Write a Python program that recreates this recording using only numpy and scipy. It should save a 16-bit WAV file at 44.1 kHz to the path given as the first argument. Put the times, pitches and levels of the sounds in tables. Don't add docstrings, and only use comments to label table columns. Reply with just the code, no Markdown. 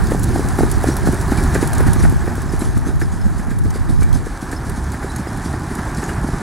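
import sys
import numpy as np
from scipy import signal
from scipy.fft import rfft, irfft, next_fast_len
from scipy.io import wavfile
from scipy.ndimage import uniform_filter1d, map_coordinates

SR = 44100
rng = np.random.default_rng(int(sys.argv[2]) if len(sys.argv) > 2 else 0)


def dump_mix(stems):
    frames = np.atleast_2d(stems).T
    limited = np.clip(frames, -1, 1)
    pcm = np.round(limited * 32767).astype(np.int16)
    wavfile.write(sys.argv[1], SR, pcm)


N = 283102

# (time [s], rumble level [dB], tyre roar level [dB], wheels in sand level [dB])
ROAD_LEVELS = [(0.0, -20, -31, -39), (1.77, -19, -27.5, -37), (2.13, -23, -31, -41), (3.0, -26, -36, -45.5),
               (3.6, -27.5, -36, -47), (5.51, -24.5, -32, -41.5), (6.42, -21.5, -30.5, -42.5)]
# (frequency [Hz], relative level [dB])
SAND_COLOUR = [(1500, -17), (2800, -5.5), (4000, 1.5), (6500, 2), (10000, 4.5), (11500, 1.5), (13000, -22),
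               (15800, -35)]


def amp(db):
    return 10 ** (np.asarray(db) / 20)


def unit(x):
    return x / np.sqrt(np.mean(x ** 2) + 1e-20)


def along(points, hz):
    f, v = np.transpose(points)
    return np.interp(np.log(hz + 1), np.log(f + 1), v)


def curves(rows):
    s, *cols = np.transpose(rows)
    return [np.interp(np.arange(N) / SR, s, c) for c in cols]


def wobble(rate):
    knots = rng.standard_normal(int(N * rate / SR) + 4)
    return map_coordinates(knots, [np.arange(N) * rate / SR])


def filtered(x, response):
    m = next_fast_len(N + SR // 4)
    return irfft(rfft(x, m) * response(np.fft.rfftfreq(m, 1 / SR)), m)[..., :N]


def smooth_twice(x, size, axis=-1):
    return uniform_filter1d(uniform_filter1d(x, size, axis), size, axis)


def rush(spectrum, patchy_db, grain_db=0):
    white = rng.standard_normal(N) * amp(grain_db * wobble(900))
    z = signal.stft(white, nperseg=512)[2]
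    field = smooth_twice(smooth_twice(rng.standard_normal(z.shape), 6, 0), 6, 1)
    patchy = signal.istft(z * amp(patchy_db * unit(field)), nperseg=512)[1][:N]
    return unit(filtered(patchy, lambda hz: amp(along(spectrum, hz))))


def add(track, s, sound):
    part = track[max(round(s * SR), 0):][:len(sound)]
    part += sound[:len(part)]


def road():
    # (frequency [Hz], relative level [dB])
    rumble_colour = [(15, -40), (30, 1.5), (70, 1), (130, -2.5), (200, -6.5), (380, -10), (520, -26),
                     (900, -70)]
    tyre_colour = [(250, -40), (520, -7), (780, 2), (1350, -3), (1700, -1.5), (2100, -12.5), (2350, -14),
                   (2700, -22.5), (4500, -30)]
    wheel_top_hz = 12300
    rumble_db, tyre_db, sand_db = curves(ROAD_LEVELS)
    rumble = amp(rumble_db) * rush(rumble_colour, patchy_db=1.5)
    tyres = amp(tyre_db + 0.72 * wobble(9.7)) * rush(tyre_colour, patchy_db=0.67)
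    hiss = rush(SAND_COLOUR, patchy_db=1.5, grain_db=2.5)
    wheels = filtered(hiss, lambda hz: 1 / (1 + (hz / wheel_top_hz) ** 6))
    return rumble + tyres + amp(sand_db + 1.0 * wobble(14)) * wheels


def engines():
    # (time [s], base frequency [Hz], levels of multiples 2, 3 and 4 [dB])
    engine_runs = [
        [(0.45, 31.6, -29.5, -44, -28.5), (1.576, 36.62, -22.5, -29, -29), (2.2, 37.17, -23.5, -25.5, -39)],
        [(4.5, 37.3, -42, -24, -33), (4.616, 34.78, -25.5, -29.5, -34), (6.42, 38.07, -33.5, -41, -27.5)],
    ]
    out, t = np.zeros(N), np.arange(N) / SR
    for rows in engine_runs:
        start, end = rows[0][0], rows[-1][0]
        hz, *orders = curves(rows)
        turn = 2 * np.pi * np.cumsum(hz) / SR
        fade_in = np.clip((t - start) / 0.08, 0, 1)
        fade_out = np.clip((end + 0.056 - t) / 0.11, 0, 1)
        for k, db in enumerate(orders, 2):
            level = fade_in * fade_out * amp(db + 1.7 * wobble(9.4))
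            out += level * np.sin(k * turn + 0.26 * wobble(6.5))
    return out


def wind():
    # (time [s], buffet level ahead of leak and port trim [dB])
    gust_levels = [(0.0, -17), (0.22, -25), (0.7, -16), (0.96, -31), (1.08, -16), (1.18, -29), (1.44, -26),
                   (1.84, -12), (2.12, -11), (2.18, -20), (2.28, -17), (2.34, -25), (2.78, -14),
                   (2.88, -22), (2.96, -13), (3.18, -22), (3.24, -12), (3.44, -20), (3.68, -12),
                   (3.76, -21), (3.84, -14), (4.14, -14), (4.36, -38), (4.64, -39), (4.72, -27),
                   (4.92, -46), (5.3, -48), (5.38, -36), (5.5, -50), (6.42, -50)]
    # (frequency [Hz], relative level [dB])
    buffet_colour = [(8, -27), (16, -2), (43, 1), (88, 1), (154, -6), (292, -24), (550, -46), (1200, -70)]
    gust = np.array([unit(amp(0.94 * wobble(14)) * rush(buffet_colour, patchy_db=2.0)) for port in "LR"])
    suction = gust - 0.042 * gust ** 2
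    gust = filtered(suction, lambda hz: hz ** 2 / (hz ** 2 + 12 ** 2))
    gust = gust - .47 * gust[::-1]
    port_trim = amp([[-1.3], [1.3]])
    return amp(curves(gust_levels)[0]) * gust * port_trim


def snap(noise, db, hz, t60, rise):
    sand_share = .27
    t, hz_axis = np.arange(len(noise)) / SR, np.fft.rfftfreq(len(noise), 1 / SR)
    bump = 0.9 + np.exp(-(np.log((hz_axis + 1) / hz) / 0.32) ** 2)
    low_cut = (hz_axis / 3000) ** 2 / (1 + (hz_axis / 3000) ** 2)
    colour = amp(sand_share * along(SAND_COLOUR, hz_axis)) * bump * low_cut
    envelope = amp(db - 60 * t / t60) * (1 - np.exp(-t / rise)) ** 2
    return envelope * unit(irfft(rfft(noise) * colour, len(t)))


def harness():
    # (time [s], level ahead of rise and decay [dB], centre [Hz])
    snaps = [(0.0692, -25, 6460), (0.193, -24, 8980), (0.231, -19.5, 10400), (0.2385, -18.5, 9500),
             (0.4853, -22, 7500), (0.5855, -25, 9540), (0.7133, -16.5, 9840), (0.836, -23.5, 10600),
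             (0.966, -18.5, 12000), (1.072, -29, 6630), (1.1238, -25.5, 8850), (1.1418, -24.5, 6910),
             (1.2106, -22, 6650), (1.4353, -22, 9760), (1.5445, -21, 7240), (1.6726, -18, 10800),
             (1.731, -16, 9300), (1.749, -23, 6980), (1.78, -19.5, 7360), (1.8058, -25, 9870),
             (1.8771, -26, 9630), (1.931, -15.5, 9600), (2.0956, -24, 11000), (2.4174, -27, 10700),
             (2.5905, -27, 9790), (2.7751, -25, 10000), (3.0132, -30, 5190), (3.5867, -26.5, 9880),
             (3.703, -26, 5830), (4.0302, -25, 8210), (4.1272, -23, 3100), (4.5142, -25, 7900),
             (4.695, -24, 10800), (4.9177, -25.5, 8000), (5.1607, -23, 10200), (5.3717, -28.5, 8970),
             (5.7508, -24, 9450), (5.946, -28, 5700), (6.0372, -28, 6700)]
    # (time [s], level ahead of rise and decay [dB], pitch [Hz])
    buckles = [(0.735, -33, 5684), (0.915, -28, 5650), (1.378, -24, 2320), (1.79, -31, 9900),
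               (1.823, -29, 10034), (1.945, -35, 13100), (1.998, -28, 5620), (2.03, -24, 10100),
               (2.204, -33, 7950), (2.49, -33, 5140), (2.59, -27, 9819), (3.028, -32, 5167),
               (3.114, -35, 6700), (3.211, -34, 5211), (3.507, -24.5, 1614), (4.026, -28, 2300),
               (4.127, -38, 3190), (4.145, -30, 6240), (4.562, -29, 5250), (5.097, -31, 9900),
               (5.097, -31.5, 3980), (5.158, -30, 6600), (5.275, -34, 5070), (5.825, -39, 5300),
               (5.943, -36, 5650), (5.993, -36, 5300), (6.03, -29, 1650), (6.035, -26, 6800),
               (6.089, -32, 2880), (6.089, -26, 1710)]
    out, t = np.zeros(N), np.arange(SR // 8) / SR
    for (s, db, hz), noise in zip(snaps, rng.standard_normal((len(snaps), 2048))):
        add(out, s, snap(noise, db, hz, t60=0.029, rise=0.00096))

    grit_db, grit_spread_db = 1, 4
    sand_db = curves(ROAD_LEVELS)[2]
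    for when, size, pitch in rng.random(size=(420, 3)):
        level = sand_db[int(when * N)] + grit_db - grit_spread_db * np.log(size + 0.0044)
        noise = rng.standard_normal(size=1024)
        add(out, when * N / SR, snap(noise, level, hz=5000 + 8000 * pitch, rise=0.00054, t60=0.0094))

    for s, db, hz in buckles:
        envelope = amp(db - 60 * t / 0.069) * (1 - np.exp(-t / 0.0018)) ** 2
        waver = 1.1 * np.cumsum(rng.standard_normal(size=len(t))) / np.sqrt(SR / 100)
        add(out, s, envelope * np.sin(2 * np.pi * hz * t + waver))
    return out


def hooves():
    # (time [s], thud level [dB], thud pitch [Hz], knock of the horn level [dB], slap level [dB],
    #  sand spray level [dB])
    hoof_falls = [(0.1203, -7.0, 434, -27, -28.0, -35), (0.1486, -11, 320, -16.5, -35, -43),
                  (0.361, -8.5, 275, -12, -30, -36.5), (0.3953, -6.0, 320, -20, -39.0, -35.5),
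                  (0.4485, -12.5, 200, -36, -43, -41.0), (0.5903, -5, 318, -13, -24, -42.0),
                  (0.6083, -6.0, 320, -10.5, -34.0, -34), (0.6237, -10, 200, -33, -45.0, -50.0),
                  (0.634, -3.5, 327, -16, -28.0, -42.0), (0.843, -6.5, 378, -11.5, -28, -40),
                  (0.8733, -12, 231, -27, -28.5, -37.0), (0.889, -3.5, 278, -34, -31, -30.0),
                  (1.0736, -7, 337, -14.5, -23, -33), (1.0893, -4.5, 230, -18, -42, -39),
                  (1.1337, -7.5, 295, -25, -31, -36), (1.3222, -4.5, 253, -14.5, -26.5, -37),
                  (1.3875, -9.5, 230, -30, -29.5, -33), (1.554, -10.5, 396, -24, -23.5, -35),
                  (1.5616, -8, 367, -33, -33, -35.0), (1.6295, -3.5, 310, -31, -22, -30),
                  (1.807, -7, 368, -21, -27.5, -50.0), (1.868, -12, 230, -27, -30, -46),
                  (1.8819, -10, 270, -24, -29, -37.0), (1.9622, -11.5, 270, -28, -34.0, -50),
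                  (2.0048, -14.5, 320, -32, -30, -36.5), (2.0402, -8.5, 278, -29, -24.5, -33.5),
                  (2.0533, -8.5, 200, -17, -27.5, -50.0), (2.1249, -13.5, 300, -28, -36, -40),
                  (2.2793, -13, 360, -28, -31.5, -49.0), (2.381, -17, 336, -38, -41, -41),
                  (2.5379, -10.5, 316, -36, -37, -38), (2.6214, -9, 262, -29, -32.0, -32.5),
                  (2.6609, -20, 270, -35, -46, -36.5), (2.7714, -12.5, 232, -30, -34, -39.5),
                  (2.871, -14.5, 253, -35, -34.5, -42.0), (2.8902, -15.5, 290, -27, -35.0, -39.5),
                  (3.0191, -18, 310, -27, -28.0, -38.0), (3.0254, -13.5, 300, -39, -45, -50),
                  (3.139, -15.5, 200, -36, -45.0, -39.5), (3.2572, -14, 200, -40, -45, -50),
                  (3.2671, -12, 200, -40, -44.0, -44.5), (3.3982, -16.5, 208, -38, -36, -40),
                  (3.485, -15.5, 200, -36, -45, -55), (3.5149, -13.5, 230, -39, -33, -40),
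                  (3.6547, -11.5, 240, -36, -37, -44), (3.7588, -17, 368, -38, -32, -37.5),
                  (3.893, -16.5, 230, -30, -42.0, -54), (3.907, -15.0, 236, -31, -48.0, -38.0),
                  (4.0223, -17.5, 322, -26, -27.5, -39.0), (4.1562, -16.5, 222, -25, -40, -34),
                  (4.2694, -16, 386, -38, -35, -41), (4.4283, -15, 250, -31, -38, -37.5),
                  (4.5325, -15.5, 315, -28, -29.5, -37.5), (4.6699, -19.5, 220, -36, -42.0, -39.0),
                  (4.7798, -16.5, 232, -30, -46.0, -39.5), (4.9436, -18.0, 219, -26, -30.5, -41),
                  (5.0295, -19, 290, -26, -31.5, -56), (5.0463, -15.0, 330, -31, -43, -41),
                  (5.1979, -13.0, 205, -38, -51.0, -38.5), (5.2722, -16.0, 318, -23, -34, -49),
                  (5.462, -14.5, 199, -36, -39.0, -37.0), (5.5409, -14.5, 300, -22, -30.5, -48),
                  (5.7156, -14.0, 250, -27, -37, -39.5), (5.791, -13.5, 200, -33, -28.5, -41.0),
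                  (5.985, -13.5, 210, -35, -35, -35), (6.033, -14.5, 300, -25, -26, -40),
                  (6.0958, -23.0, 200, -34, -28, -38), (6.2459, -10.5, 230, -24, -52.0, -42),
                  (6.2889, -15, 280, -19.5, -40, -41), (6.3447, -18.5, 230, -34, -47.0, -48.0)]
    # (frequency [Hz], relative level [dB])
    slap_colour = [(400, -12), (900, -3), (1700, 6), (2400, -9), (3300, -22.5)]
    thud, slap_power, spray_power = np.zeros((3, N))
    lead = .02
    t = np.arange(SR // 8) / SR - lead
    noises = rng.standard_normal((len(hoof_falls), len(t)))
    for (s, db, hz, knock_db, slap_db, spray_db), noise in zip(hoof_falls, noises):
        cycles = t * hz
        swing_envelope = np.exp(-(cycles / np.where(cycles < 0, .5, .95)) ** 2)
        swing = -np.cos(2 * np.pi * cycles + 0.37) * swing_envelope
        knock = -np.cos(2 * np.pi * 740 * t) * np.exp(-(t / 0.0018) ** 2)
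        shake = unit(smooth_twice(noise, 45)) * np.exp(-((t - .006) / 0.013) ** 2)
        add(thud, s - lead, amp(db) * (swing + amp(-17.0) * shake) + amp(knock_db) * knock)
        slap_envelope = np.exp(-((t + 0.002) / np.where(t < -.002, .003, .008)) ** 2)
        add(slap_power, s - lead, amp(2 * slap_db) * slap_envelope)
        spray_envelope = np.exp(-np.abs(t + 0.011) / np.where(t < -.008, .006, .018))
        add(spray_power, s - lead, amp(2 * spray_db) * spray_envelope)
    slap = np.sqrt(slap_power) * rush(slap_colour, patchy_db=2.0)
    spray = np.sqrt(spray_power) * rush(SAND_COLOUR, patchy_db=2.0, grain_db=1.0)
    return thud + slap + spray


def ports(x):
    # (frequency [Hz], side under mid [dB])
    width = [(100, -29), (700, -18.5), (1300, -15.5), (2400, -27.5), (5000, -32), (9000, -50), (10500, -10),
             (12500, -0.5), (15000, -14)]
    # (frequency [Hz], left over right [dB])
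    lean = [(150, -1.5), (950, -1.15), (2400, -0.5), (7500, 0.0), (10000, -1.5), (15000, -3)]
    # (frequency [Hz], phase [rad])
    phase_lead = [(11600, 0.0), (12600, 1.1), (13100, 1.1), (14000, 0.49)]
    z = signal.stft(x, nperseg=256)[2]
    random_phase = np.exp(2j * np.pi * rng.random(size=z.shape))
    scattered = signal.istft(z * random_phase, nperseg=256)[1][:N]
    side = filtered(scattered, lambda hz: amp(along(width, hz)))

    def port_response(hz):
        gain = amp(np.outer([.5, -.5], along(lean, hz)))
        return gain * np.exp(.5j * np.outer([1, -1], along(phase_lead, hz)))

    return filtered(np.array([x + side, x - side]), port_response)


def scene():
    track = road() + harness() + hooves()
    dulled = filtered(track, lambda hz: 1 / (1 + (hz / 13500) ** 6))
    far = np.clip(np.arange(N) / N * 0.92, 0, 1)
    return ports((1 - far) * track + far * dulled + engines()) + wind()


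def record(dry):
    top_hz = 15843
    held = dry / (1 + np.abs(dry / 1.0) ** 5) ** (1 / 5)
    return filtered(held, lambda hz: hz < top_hz)


dry = scene()
out = record(dry)
dump_mix(out)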